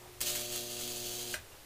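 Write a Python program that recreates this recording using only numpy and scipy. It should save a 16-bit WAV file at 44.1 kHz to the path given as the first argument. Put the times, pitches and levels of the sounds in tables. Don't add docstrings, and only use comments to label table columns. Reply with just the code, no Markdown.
import sys
import numpy as np
from scipy import signal
from scipy.fft import rfft, irfft, next_fast_len
from scipy.io import wavfile
from scipy.ndimage import uniform_filter1d, map_coordinates

SR = 44100
rng = np.random.default_rng(int(sys.argv[2]) if len(sys.argv) > 2 else 0)


def pcm_store(signal):
    levels = np.round(np.clip(np.atleast_2d(signal), -1, 1) * 32767)
    wavfile.write(sys.argv[1], SR, levels.astype(np.int16).T)


N = 72765

MAINS_HZ = 59.98
ON_S, OFF_S = 0.2055, 1.346
RELIGHT_S = 0.0012


def arc():
    # time_s, level_db
    fierceness = [(.21, -33), (.245, -40.5), (.268, -30.5), (.305, -35), (.325, -37), (.39, -38),
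                  (.485, -42.5), (.515, -38), (.565, -38.5), (.62, -41.5), (.69, -42.5), (.715, -39.5),
                  (.765, -41.5), (.795, -39), (.885, -39.5), (.93, -40), (1.02, -40), (1.06, -38.5),
                  (1.22, -40), (1.255, -42.5), (1.335, -38.5)]
    # start_s, relative_db
    cracks = [(.2057, -7.5), (0.211, -5.5), (0.2138, 0.5), (0.2182, -21)]
    # centre_s, level_db, width_s
    flares = [(.217, -41, 0.0025), (0.298, -34.5, 0.0082), (0.355, -31, 0.0048), (0.412, -40, 0.0055),
              (0.524, -41, 0.0057), (0.559, -36, 0.0082), (0.712, -46, 0.0057), (0.809, -38, 0.0031),
              (1.343, -40.5, .006)]
    # freq_hz, gain_db
    spark_colour = [(100, -8), (500, -6.5), (950, -12.5), (1500, -9.5), (2000, -11), (2700, -2),
                    (3300, 1.5), (3800, -1.5), (4350, 3.5), (5500, -5), (6200, 1), (7100, 1), (7700, -2),
                    (8300, -2), (9500, -5.5), (11000, -4), (12400, -6.5), (15000, -4.5)]
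    # freq_hz, gain_db
    flare_colour = [(100, -11.5), (1300, -4), (2200, 0), (4000, 0.5), (6500, 1), (8300, 6), (9600, -0.5),
                    (12000, 1), (15000, -0.5)]
    t = clock()
    lit = (t > ON_S) * (t < OFF_S)
    burning = amp(-4) * buzz(scatter_db=3) + amp(-2.5) * sizzle(scatter_db=4.5)
    burning *= amp(np.interp(t, *np.transpose(fierceness)))
    flaring = swells(flares) * sizzle(scatter_db=0.5)
    crack_s, crack_db = np.transpose(cracks)
    breakdown = pulses(crack_s, amp(crack_db - 4))
    sparks = coloured(lit * burning, spark_colour) + coloured(lit * flaring + breakdown, flare_colour)
    return room(sparks, wet_db=6, near_db=6, near_t60_s=0.013)


def buzz(scatter_db, sparks_per_volley=5):
    restrike_s, loss_db = 0.0014, 0.3
    drift_s, jitter_s = 0.00009, 0.00002
    half_cycle = np.arange(int(2 * MAINS_HZ * N / SR))
    t = half_cycle / (2 * MAINS_HZ)
    polarity = (-1) ** half_cycle
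    volleys = np.zeros(N)
    for spark in range(sparks_per_volley):
        delay_s = RELIGHT_S + restrike_s * (spark + rng.uniform(-0.303, 0.302))
        drift = wobble(t, 4.945) + 0.39 * polarity * wobble(t, 3.96)
        times = t + delay_s + drift_s * drift + jitter_s * rng.standard_normal(len(t))
        sizes = amp(scatter_db * rng.standard_normal(len(t)) - loss_db * spark)
        volleys += pulses(times, sizes)
    return unit(volleys)


def sizzle(scatter_db, sparks_per_s=3200):
    fires = rng.random(N) < sparks_per_s / SR
    sizes = amp(scatter_db * rng.standard_normal(N)) * rng.choice([-1, 1], N)
    current = 1 + 0.62 * np.cos(2 * np.pi * 2 * MAINS_HZ * (clock() - RELIGHT_S))
    return unit(fires * sizes * current)


def supply(rise_s=0.038, fall_s=0.0095):
    # mains_multiple, level_at_ignition_db, slope_db_per_s
    arc_hum = [(2, -58, 0), (4, -58, 0), (6, -51, 1), (8, -62, 3), (10, -50, -10), (12, -62.5, 0.5)]
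    # mains_multiple, level_at_ignition_db, slope_db_per_s
    idle_hum = [(2, -63, 11), (6, -61.5, -2)]
    t = clock()
    load = 1 - np.exp(-np.maximum(t - ON_S, 0) / rise_s)
    powered = np.exp(-np.maximum(t - OFF_S, 0) / fall_s)
    return powered * (load * hum(arc_hum) + (1 - load) * hum(idle_hum))


def hum(harmonics, lag_s=0.006, waver_db=0.7):
    t = clock()
    phase = 2 * np.pi * MAINS_HZ * (t - lag_s)
    tone = np.zeros(N)
    for multiple, db, slope in harmonics:
        level_db = db + slope * (t - ON_S) + waver_db * wobble(t, 8.7)
        tone += amp(level_db) * np.cos(multiple * phase)
    return np.sqrt(2) * tone


def switch(rise_s=0.0011, pivot_hz=1700):
    # start_s, level_db, tilt_db_per_octave
    contacts = [(1.3385, -28, 14), (1.341, -17.5, -5)]
    # pitch_hz, relative_db, t60_s
    housing = [(600, -26.5, 0.058), (904, -26.5, 0.034), (1556, 0, 0.013), (1670, -4, 0.015),
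               (2000, -6, 0.016), (2550, -1.5, 0.012), (3015, -1, .008)]
    click = np.zeros(N)
    for start_s, hit_db, tilt in contacts:
        attack = (1 - np.exp(-np.maximum(clock() - start_s, 0) / rise_s)) ** 2
        for hz, mode_db, t60_s in housing:
            gain = amp(hit_db + mode_db + tilt * np.log2(hz / pivot_hz))
            click += gain * attack * ring(start_s, hz, t60_s)
    return room(click, wet_db=-2.5, near_db=-14, near_t60_s=0.03)


def handling():
    # centre_s, level_db, width_s
    rustles = [(0.057, -58.5, 0.037), (0.197, -65, 0.029), (1.545, -58.5, 0.027)]
    # freq_hz, gain_db
    rustle_colour = [(100, -7), (350, -10.5), (750, 0.5), (1200, -5), (3000, -17.5), (12000, -32)]
    # centre_s, level_db, width_s
    thumps = [(.2, -62, 0.038), (1.389, -53.5, 0.037), (1.53, -64, 0.022)]
    # freq_hz, gain_db
    thump_colour = [(20, -17), (45, -12), (68, -7), (95, -8.5), (150, -23), (1000, -69)]
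    tink = amp(-54) * ring(start_s=1.518, hz=2771, t60_s=0.13)
    return swells(rustles) * noise(rustle_colour) + swells(thumps) * noise(thump_colour) + tink


def room_tone():
    # freq_hz, gain_db
    colour = [(20, -1.5), (42, -9.5), (65, -7), (110, -13.5), (210, -18), (400, -13), (630, -16.5),
              (1260, -21), (2820, -22), (8000, -25), (15400, -27)]
    return amp(-53.5) * noise(colour)


def room(x, wet_db, near_db, near_t60_s):
    # freq_hz, t60_s
    decay = [(200, 0.27), (2000, 0.22), (6000, 0.19), (15000, 0.12)]
    hz, t, bands = signal.stft(rng.standard_normal(SR // 2), SR, nperseg=256)
    tail = signal.istft(bands * amp(-60 * t / along(decay, hz)[:, None]), SR, nperseg=256)[1]
    near = rng.standard_normal(len(tail)) * amp(-60 * np.arange(len(tail)) / SR / near_t60_s)
    impulse = amp(wet_db) * tail / np.linalg.norm(tail) + amp(near_db) * near / np.linalg.norm(near)
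    impulse[0] += 1
    response = rfft(impulse, 2 * len(impulse))
    smooth_power = np.abs(uniform_filter1d(np.abs(response) ** 2, size=300))
    neutral = irfft(response / np.sqrt(smooth_power))[:len(impulse)]
    return signal.fftconvolve(x, neutral)[:N]


def amp(db):
    return 10 ** (np.asarray(db) / 20)


def unit(x):
    return x / np.sqrt(np.mean(x ** 2) + 1e-20)


def clock():
    return np.arange(N) / SR


def along(points, hz):
    freqs, values = np.transpose(points)
    return np.interp(np.log(hz + 1), np.log(freqs + 1), values)


def wobble(t, knots_per_s):
    return map_coordinates(rng.standard_normal(256), [np.abs(t) * knots_per_s], mode="mirror")


def coloured(x, colour):
    size = 2 * next_fast_len(N)
    gain = unit(amp(along(colour, np.fft.rfftfreq(size, 1 / SR))))
    cepstrum = irfft(np.log(gain))
    cepstrum[1:size // 2] *= 2
    cepstrum[size // 2 + 1:] = 0
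    return irfft(rfft(x, size) * np.exp(rfft(cepstrum)))[:N]


def noise(colour):
    return unit(coloured(rng.standard_normal(N), colour))


def pulses(times, sizes, half_taps=8):
    centres = np.asarray(times)[:, None] * SR
    taps = np.floor(centres).astype(int) + np.arange(1 - half_taps, half_taps + 1)
    shape = np.sinc(taps - centres) * np.cos(np.pi * (taps - centres) / (2 * half_taps)) ** 2
    return np.bincount(np.clip(taps, 0, N).ravel(), (shape * sizes[:, None]).ravel(), N + 1)[:N]


def ring(start_s, hz, t60_s):
    age = np.maximum(clock() - start_s, 0)
    return np.sin(2 * np.pi * hz * age) * amp(-60 * age / t60_s)


def swells(events):
    t = clock()
    return sum(amp(db) * np.exp(-0.5 * ((t - centre_s) / width_s) ** 2) for centre_s, db, width_s in events)


def scene():
    return (arc() + supply() + switch() + handling() + room_tone())[None]


def record(dry):
    cutoff_hz = 15480
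    size = next_fast_len(N + SR // 2)
    passband = np.fft.rfftfreq(size, 1 / SR) < cutoff_hz
    return irfft(rfft(dry, size) * passband, size)[:, :N]


dry = scene()
out = record(dry)
pcm_store(out)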